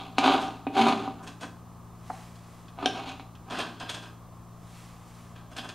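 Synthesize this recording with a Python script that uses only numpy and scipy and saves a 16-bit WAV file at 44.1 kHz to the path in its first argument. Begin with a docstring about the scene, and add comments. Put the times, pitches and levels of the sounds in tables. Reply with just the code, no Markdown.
"""Diced pepper on a cutting board

Close by in a small kitchen, a hand and a small knife gather diced pepper on a plastic board for a bowl.
Pieces judder and crunch: stick-slip noise and force pulses ring the board, with short decaying tones.
The blade scrapes and taps through its own resonances; a sleeve swishes as filtered noise.
A bowl bump and a sharp rap are dying modes; behind them lie a motor hum, fan noise, hiss and a room tail.
"""
import sys
import numpy as np
from scipy import signal
from scipy.fft import rfft, irfft, next_fast_len
from scipy.io import wavfile
from scipy.ndimage import map_coordinates

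SR = 44100
rng = np.random.default_rng(int(sys.argv[2]) if len(sys.argv) > 2 else 0)


def dump_mix(stems):
    """Bounce the given channels to the path in sys.argv[1] as a 16-bit WAV at rate SR."""
    frames = np.atleast_2d(stems).T  # one column per channel
    limited = np.clip(frames, -1, 1)  # hard clip at full scale
    pcm = np.round(limited * 32767).astype(np.int16)
    wavfile.write(sys.argv[1], SR, pcm)


N = 253134  # samples


def amp(db):
    """Decibels to gain."""
    return 10 ** (np.asarray(db) / 20)


def unit(x):
    """Scale to rms 1."""
    return x / np.sqrt(np.mean(x ** 2) + 1e-20)


def along(points, hz):
    """Values of (f/Hz, value) points, read on a log frequency axis."""
    f, v = np.transpose(points)
    return np.interp(np.log(hz + 1), np.log(f), v)


def swell(t, peak_s, half_s):
    """A bell-shaped gain that falls to 1/e at half_s either side of its peak."""
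    return np.exp(-((t - peak_s) / half_s) ** 2)


def wobble(rate):
    """A smooth random curve, rate knots a second."""
    knots = rng.standard_normal(int(N * rate / SR) + 4)
    return map_coordinates(knots, [np.arange(N) * rate / SR])


def filtered(x, response):
    """Sound shaped by a response of frequency."""
    m = next_fast_len(N + SR // 2)
    return irfft(rfft(x, m) * response(np.fft.rfftfreq(m, 1 / SR)), m)[..., :N]


def convolved(x, response):
    """Sound rung through an impulse response."""
    return signal.fftconvolve(x, response)[:N]


def gains(strokes, rise_s, sag_db_per_s):
    """Rise, sagging hold and fade of each stroke, one gain curve per dB column; rise and fade span 20 dB."""
    t, total = np.arange(N) / SR, 0
    for start_s, hold_s, fade_s, *levels_db in strokes:
        early = np.maximum(start_s - t, 0)
        late = np.maximum(t - start_s - hold_s, 0)
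        sag_db = sag_db_per_s * np.clip(t - start_s, 0, hold_s)
        shape_db = -20 * (early / rise_s + late / fade_s) - sag_db
        total = total + np.outer(amp(levels_db), amp(shape_db))
    return total


def body(colour, modes, lo_hz, hi_hz, size=8192, order=8):
    """Minimum-phase impulse response, of energy 1, of one band of a resonant object."""
    hz = np.fft.rfftfreq(size, 1 / SR) + 1
    peaks_db = sum(lift / (1 + (2 * (hz - f) / width) ** 2) for f, width, lift in modes)
    low_cut = 1 + (lo_hz / hz) ** (2 * order)
    high_cut = 1 + (hz / hi_hz) ** (2 * order)
    gain = amp(along(colour, hz) + peaks_db) / np.sqrt(low_cut * high_cut)
    # folding the cepstrum puts all the sound after the blow
    cepstrum = irfft(np.log(gain + 1e-5))
    cepstrum[1:size // 2] *= 2
    cepstrum[size // 2 + 1:] = 0
    response = irfft(np.exp(rfft(cepstrum)))
    return response / np.linalg.norm(response)


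def ringing(modes):
    """Impulse response, of energy 1, of a few narrow modes with exponential decay."""
    t = np.arange(SR // 4) / SR
    response = sum(amp(db) * np.exp(-np.pi * width * t) * np.sin(2 * np.pi * hz * t)
                   for hz, width, db in modes)
    # a plate radiates little below its lowest mode
    highpass = signal.butter(4, .8 * modes[0][0], "high", fs=SR, output="sos")
    response = signal.sosfilt(highpass, response)
    return response / np.linalg.norm(response)


def slips(rate, spread_db, smooth_db, clump_db):
    """Stick-slip force of rms 1: clumps of sudden, uneven releases over smooth rubbing."""
    signs = rng.choice([-1, 1], N)
    sizes = amp(spread_db * np.clip(rng.standard_normal(N), -2, 2)) * signs
    releases = unit(sizes * (rng.random(N) < rate / SR))
    force = releases + amp(smooth_db) * rng.standard_normal(N)
    return unit(force * amp(clump_db * np.tanh(wobble(160))))


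def blows(times, levels_db, hardness_hz, chatter_db, chatter_s, size=2048):
    """One force pulse per contact and a brief chatter; a softer contact carries less treble."""
    force = np.zeros(N + size)
    fade = amp(chatter_db) * np.exp(-np.arange(size) / SR / chatter_s)
    for s, db, hz in zip(times, levels_db, hardness_hz):
        contact = signal.unit_impulse(size) + fade * rng.standard_normal(size)
        lowpass = signal.butter(2, min(hz, SR / 2 - 1), fs=SR)
        force[round(s * SR):][:size] += amp(db) * signal.lfilter(*lowpass, contact)
    return force[:N]


def struck(event, modes, crack_db, crack_s, crack_hz, attack_s, order):
    """A single blow: a short low-passed crack and freely dying modes; crack_s is its 60 dB decay."""
    s, db = event
    t = np.arange(SR // 2) / SR
    ring = sum(amp(level - 60 * t / t60) * np.sin(2 * np.pi * (hz * t + rng.random()))
               for hz, level, t60 in modes)
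    lowpass = signal.butter(order, crack_hz, fs=SR, output="sos")
    noise = unit(signal.sosfilt(lowpass, rng.standard_normal(len(t))))
    crack = amp(crack_db - 60 * t / crack_s) * noise
    blow = (ring + crack) * (1 - np.exp(-t / attack_s))
    # a small body radiates little bass
    blow = signal.sosfilt(signal.butter(2, 180, "high", fs=SR, output="sos"), blow)
    return amp(db) * np.pad(blow, (round(s * SR), N))[:N]


def hiss():
    """Faint shaped noise, opposite in the two channels."""
    floor = [(25, 10), (110, 21), (300, 13.5), (1200, 14.0),
             (2200, -9), (4500, -20), (6000, 5.5), (15000, -7.5)]  # colour: f/Hz, relative level/dB
    side = amp(-64) * unit(filtered(rng.standard_normal(N), lambda hz: amp(along(floor, hz))))
    return np.array([side, -side])


def appliance():
    """A slightly unsteady hum of motor harmonics, with the rush of its fan as shaped noise."""
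    # motor harmonics: f/Hz, relative level/dB, left minus right/dB
    harmonics = [(57.7, -13.5, 2), (115.7, 0, 3.5), (173.3, -2, 2), (234, -10, 4), (283, -31, 1)]
    # colour of the fan's rush: f/Hz, relative level/dB
    fan_colour = [(20, -6.5), (32, -1), (42, -14), (60, -0.5), (88, 1), (140, -6), (220, -9.5), (330, -9),
                  (550, -14), (700, -9.5), (950, -12), (1100, -7.5), (1270, -11), (1430, -21),
                  (2100, -27.5), (15500, -37)]
    motor_db, waver_db = -51.5, 0.5  # gain of the whole hum and its slow wavering
    t, hum = np.arange(N) / SR, 0
    for hz, db, pan_db in harmonics:
        phase = 2 * np.pi * (hz * t + rng.random()) + 0.2 * wobble(2.99)
        tone = np.sqrt(2) * np.sin(phase)
        hum = hum + tone * amp(db + 0.94 * wobble(3.14)) * amp([[pan_db / 2], [-pan_db / 2]])
    rush = unit(filtered(rng.standard_normal(N), lambda hz: amp(along(fan_colour, hz))))
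    return amp(motor_db + waver_db * wobble(3.96)) * hum + amp(-52.0) * rush


def reverb(x):
    """The kitchen's diffuse tail: decaying noise in which each frequency dies at its own speed."""
    # decay of the room: f/Hz, t60/s
    kitchen = [(150, 0.74), (600, 0.41), (1500, 0.41), (3500, 0.35), (7000, 0.43), (14000, 0.36)]
    hz, t, z = signal.stft(rng.standard_normal(SR * 3 // 4), SR, nperseg=256)
    decay = amp(-60 * t / along(kitchen, hz)[:, None])
    tail = signal.istft(z * decay, SR, nperseg=256)[1]
    delay = np.zeros(SR // 160)  # about 6 ms before the tail
    return convolved(x, np.concatenate([delay, tail / np.linalg.norm(tail)]))


def sleeve():
    """Cloth fibres slide softly, loudest as the arm moves fastest to the bowl and back."""
    # swings of the arm: fastest moment t/s, half length/s, swish level/dB
    swings = [(2.17, 0.14, -56), (2.52, 0.19, -62.5), (4.79, 0.15, -56.5), (5.164, 0.19, -61)]
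    # colour of the cloth: f/Hz, relative level/dB
    cloth = [(400, -6), (1000, 0.5), (2000, 2), (4000, -2), (8000, -5), (11000, -9.5), (15500, -21)]
    fibres = slips(rate=3000, spread_db=11.0, smooth_db=4.5, clump_db=0.0)
    t = np.arange(N) / SR
    speed = sum(amp(db) * swell(t, s, half_s) for s, half_s, db in swings)
    return speed * unit(filtered(fibres, lambda hz: amp(along(cloth, hz))))


def bowl():
    """The bowl is bumped once: its modes die freely behind a dull crack."""
    # the bump: t/s, level/dB
    bump = (2.0995, -27)
    # modes of the bowl: f/Hz, relative level/dB, t60/s
    modes = [(275, -7.5, 0.046), (442, -6.5, 0.032), (654, -8, 0.093), (740, 3.5, 0.043), (870, -1, 0.066),
             (1050, -4, 0.025), (1180, -2, 0.029), (1360, -3, 0.019)]
    return struck(bump, modes, crack_db=-1.5, crack_s=0.033, crack_hz=1300, attack_s=0.00057, order=4)


def rap():
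    """One sharp rap on the board: short modes and a bright crack."""
    # the rap: t/s, level/dB
    hit = (2.859, -14)
    # modes it excites: f/Hz, relative level/dB, t60/s
    modes = [(273, -13.5, 0.059), (383, -19.5, 0.12), (750, 1, 0.043), (1593, -7.5, 0.027),
             (2710, -8.5, 0.019), (3060, -4.5, 0.016), (3260, -7.5, 0.027), (3650, -4, 0.021),
             (5400, -5, 0.0084), (9020, -16.5, 0.012)]
    return struck(hit, modes, crack_db=-10.0, crack_s=0.017, crack_hz=4500, attack_s=0.00024, order=2)


def knife():
    """The edge catches on the scored plastic; the catches set the steel singing, and its taps tick."""
    # strokes over the board: t/s, hold/s, fade/s, relative body/dB, rasp/dB, edge hiss/dB,
    # steel ring against rasp/dB
    scrapes = [(0.405, 0.025, 0.1, -41, -42, -49, -25), (1.234, 0.01, 0.028, -44, -57, -54, -21.5),
               (1.274, 0.0056, 0.066, -42, -44.5, -53, -20), (1.413, 0.008, 0.068, -43.5, -43, -49, -27),
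               (1.433, 0.016, 0.022, -37.5, -48.5, -59, -28), (3.509, 0.061, 0.047, -33, -37.5, -50, -8),
               (3.589, 0.008, 0.049, -33, -35.5, -45, -2), (3.605, 0.0073, 0.18, -37.5, -38.5, -56, -19),
               (3.809, 0.012, 0.08, -37, -42, -55, -1), (3.898, 0.0048, 0.024, -34.5, -30.5, -44, -3.5),
               (3.942, 0.0055, 0.084, -40.5, -42.5, -50.5, -3),
               (4.031, 0.008, 0.086, -45, -47, -56.5, -5.5), (5.359, 0.008, 0.17, -54, -56.5, -72, -20),
               (5.515, 0.017, 0.035, -50.5, -59, -60, 2), (5.573, 0.013, 0.046, -37, -36.5, -47, -1.5),
               (5.644, 0.011, 0.031, -38.5, -49, -53.5, 3), (5.692, 0.0051, 0.029, -41, -43.5, -58, -2)]
    # ticks of the blade: t/s, relative level/dB, contact hardness as cutoff f/Hz
    tick_rows = [(0.183, -14, 8400), (0.24, -33, 14000), (1.2757, -31, 12300), (1.41, -36.5, 12100),
                 (2.356, -40, 14000), (2.6814, -34, 4520), (3.091, -23.5, 4900), (3.3529, -38, 5000),
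                 (3.5, -30.5, 6000), (3.587, -26, 8100), (3.7998, -26.5, 8800), (3.897, -19, 12100),
                 (3.946, -25, 9000), (5.361, -33.5, 3500), (5.5663, -25.5, 9000), (5.6899, -27, 12000)]
    # broad colour of the scrape: f/Hz, relative level/dB
    colour = [(120, -19.5), (270, -1), (490, -11.5), (700, -1.5), (870, -9.5), (1150, -7), (1600, -9),
              (2050, -23.5), (2700, -14.5), (3700, -15), (5600, -17.5), (9000, -25), (12500, -37.5),
              (15500, -55)]
    # resonances that stand out of it: f/Hz, width/Hz, lift/dB
    modes = [(1037, 57, 7.3), (1590, 130, 4.3), (2530, 150, 4.5), (3336, 190, 7), (4200, 72, 3.6),
             (6640, 160, 7.7), (8630, 580, 8.4), (11300, 370, 10)]
    # the steel's ringing modes: f/Hz, width/Hz, relative level/dB
    blade = [(2740, 44, -5), (3070, 110, 4), (3324, 34, -0.5), (4540, 35, -16), (4980, 34, -4)]
    strokes = [(*timing, db, rasp_db, edge_db, rasp_db + ring_db)
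               for *timing, db, rasp_db, edge_db, ring_db in scrapes]
    # the edge bites fast
    body_gain, rasp_gain, edge_gain, ring_gain = gains(strokes, rise_s=0.015, sag_db_per_s=29)
    catches = slips(rate=1300, spread_db=7.5, smooth_db=2.5, clump_db=1.5)
    drone = convolved(catches * body_gain, body(colour, modes, 145, 2260))
    rasp = convolved(catches * rasp_gain, body(colour, modes, 1890, 4960))
    edge = convolved(catches * edge_gain, body(colour, modes, 5440, 17000))
    ring = convolved(catches * ring_gain, ringing(blade))
    tick = body(colour, modes, 1570, 17000)
    taps = blows(*np.transpose(tick_rows), chatter_db=-13.5, chatter_s=0.0088)
    ticks = convolved(taps, tick / np.abs(tick).max())
    return amp(-2.5) * drone + amp(-6.5) * (rasp + ring) + amp(-5.0) * edge + amp(-7.0) * ticks


def slip_run():
    """The hand sticks and slips in a quick, even run that swells and dies away, as rows of knocks."""
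    start_s, period_s, count = 0.2417, 0.0187, 5
    peak_s, half_s = 0.267, 0.037
    strongest_db, snap_db, hardness_hz = -3.5, -4.5, 5400  # strength at the peak, snap against body
    times = start_s + period_s * np.arange(count)
    levels_db = strongest_db + 20 * np.log10(swell(times, peak_s, half_s))
    return [(s, db, snap_db, hardness_hz) for s, db in zip(times, levels_db)]


def crunches(size=640, count=2000):
    """Sparse crisp crunches of rms 1, each ringing briefly at a pitch of its own."""
    rate_per_s, centre_hz, log_spread = 220, 3690, 0.13
    life_cycles, scatter_db = 5, 3
    pitch, strength = rng.standard_normal((count, 2)).T
    starts = np.cumsum(rng.exponential(SR / rate_per_s, count)).astype(int)
    cycles = np.outer(centre_hz * np.exp(log_spread * pitch), np.arange(size) / SR)
    sizes = amp(scatter_db * np.clip(strength, -2, 2))[:, None]
    grains = sizes * np.sin(2 * np.pi * cycles) * np.exp(-cycles / life_cycles)
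    places = starts[:, None] + np.arange(size)
    return unit(np.bincount(places.ravel(), grains.ravel(), N)[:N])


def board():
    """Wet pieces judder under the hand; slips and knocks ring the same plastic board."""
    # pushes of the pieces: t/s, hold/s, fade/s, relative body/dB, rasp/dB,
    # hand's weight against body/dB, crunch against rasp/dB
    sweeps = [(0.0, 0.012, 0.12, -35, -44, -14, -4.5), (0.2, 0.019, 0.032, -30.5, -41.5, -22, -1),
              (0.245, 0.071, 0.19, -16, -29.5, -17.5, -5.5), (0.772, 0.051, 0.087, -20, -27.5, -4, -16),
              (0.87, 0.057, 0.032, -21, -31, -5, -11), (0.981, 0.067, 0.13, -33.5, -42.5, -15, -17),
              (1.201, 0.01, 0.065, -46, -65, 2, -12), (2.79, 0.0061, 0.031, -38, -54, -16, -12),
              (2.829, 0.042, 0.028, -29.5, -44.5, -11, -15), (2.915, 0.0088, 0.15, -43, -45.5, -11, -14),
              (2.962, 0.021, 0.16, -34, -44, -22, -15), (3.08, 0.016, 0.075, -39.5, -40.5, -20, -12),
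              (3.478, 0.012, 0.054, -43.5, -61, -20, -10)]
    # knocks on the board: t/s, relative level/dB, snap against body/dB, contact hardness as cutoff f/Hz
    knocks = [(0.1834, -4.5, -2, 7900), (0.668, -6.5, 11.5, 540), (0.767, -11.5, -7, 3000),
              (0.8673, -12, -19, 5000), (0.9253, -14, 0, 3470), (1.077, -16, -14, 1170),
              (2.7879, -25.5, -3, 2500), (2.8273, -23, -5, 4000), (2.8584, -19, 7, 8000),
              (3.197, -28.5, 2.5, 4560)]
    # broad colour of the board: f/Hz, relative level/dB
    colour = [(90, -24), (170, -28), (240, -8.5), (400, -9.5), (520, -15), (720, -3.5), (1050, -8),
              (1550, -13.5), (1900, -27), (2500, -18), (4000, -24), (5500, -37.5), (9000, -44),
              (15500, -66)]
    # resonances that stand out of it: f/Hz, width/Hz, lift/dB
    modes = [(266, 24, 12), (286, 13, 9), (390, 25, 3.5), (663, 48, 3), (781, 42, 8.5), (950, 37, 2),
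             (1105, 11, 5), (1224, 34, 8), (1458, 46, 4), (2233, 19, 6.5), (4260, 290, 2), (6640, 270, 9.5),
             (11060, 600, 9)]
    # low modes under the hand's weight: f/Hz, width/Hz, relative level/dB
    loaded = [(232.7, 8.4, -3), (262, 16, -13), (390, 13, -4.5)]
    low = body(colour, modes, 107, 2080)
    high = body(colour, modes, 1960, 23000)
    pushes = [(*timing, db, rasp_db, db + weight_db, rasp_db + crunch_db)
              for *timing, db, rasp_db, weight_db, crunch_db in sweeps]
    # a push builds up, then eases a little while it lasts
    body_gain, rasp_gain, weight_gain, crunch_gain = gains(pushes, rise_s=0.033, sag_db_per_s=37.5)
    judder = slips(rate=600, spread_db=1.5, smooth_db=-5, clump_db=0.0)
    fine_slips = slips(rate=2500, spread_db=4.5, smooth_db=-5.0, clump_db=17)
    grit = unit(judder + amp(-1.5) * fine_slips)
    rub = amp(-4) * convolved(judder * body_gain, low)
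    rasp = amp(-4.0) * convolved(grit * rasp_gain, high)
    boom = amp(-3.5) * convolved(judder * weight_gain, ringing(loaded))
    crunch = crunch_gain * crunches()
    s, db, snap_db, hardness_hz = np.transpose([*knocks, *slip_run()])
    thud_force = blows(s, db, hardness_hz, chatter_db=-48.0, chatter_s=0.022)
    snap_force = blows(s, db + snap_db, hardness_hz, chatter_db=-18.5, chatter_s=0.0084)
    thud = convolved(thud_force, low / np.abs(low).max())
    snap = convolved(snap_force, high / np.abs(high).max())
    return rub + rasp + crunch + boom + amp(-2.5) * thud + amp(-7.5) * snap


def scene():
    """Direct sound, one near reflection and the room, heard almost in mono, over appliance and hiss."""
    # sideways sound from the room: f/Hz, level/dB
    width = [(200, -24.5), (700, -21.5), (1300, -26), (4000, -32), (7000, -14), (15000, -18)]
    work = sleeve() + bowl() + rap() + knife() + board()
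    echo = filtered(work, lambda hz: np.exp(-2j * np.pi * hz * .004))  # 4 ms later
    mid = work + amp(-13.5) * echo + amp(-5.5) * reverb(work)
    side = filtered(reverb(work), lambda hz: amp(along(width, hz)))
    return np.array([mid + side, mid - side]) + appliance() + hiss()


def record(dry):
    """The microphone's signal keeps nothing above a sharp band limit."""
    top_hz = 15750
    return filtered(dry, lambda hz: hz < top_hz)


dry = scene()
out = record(dry)
dump_mix(out)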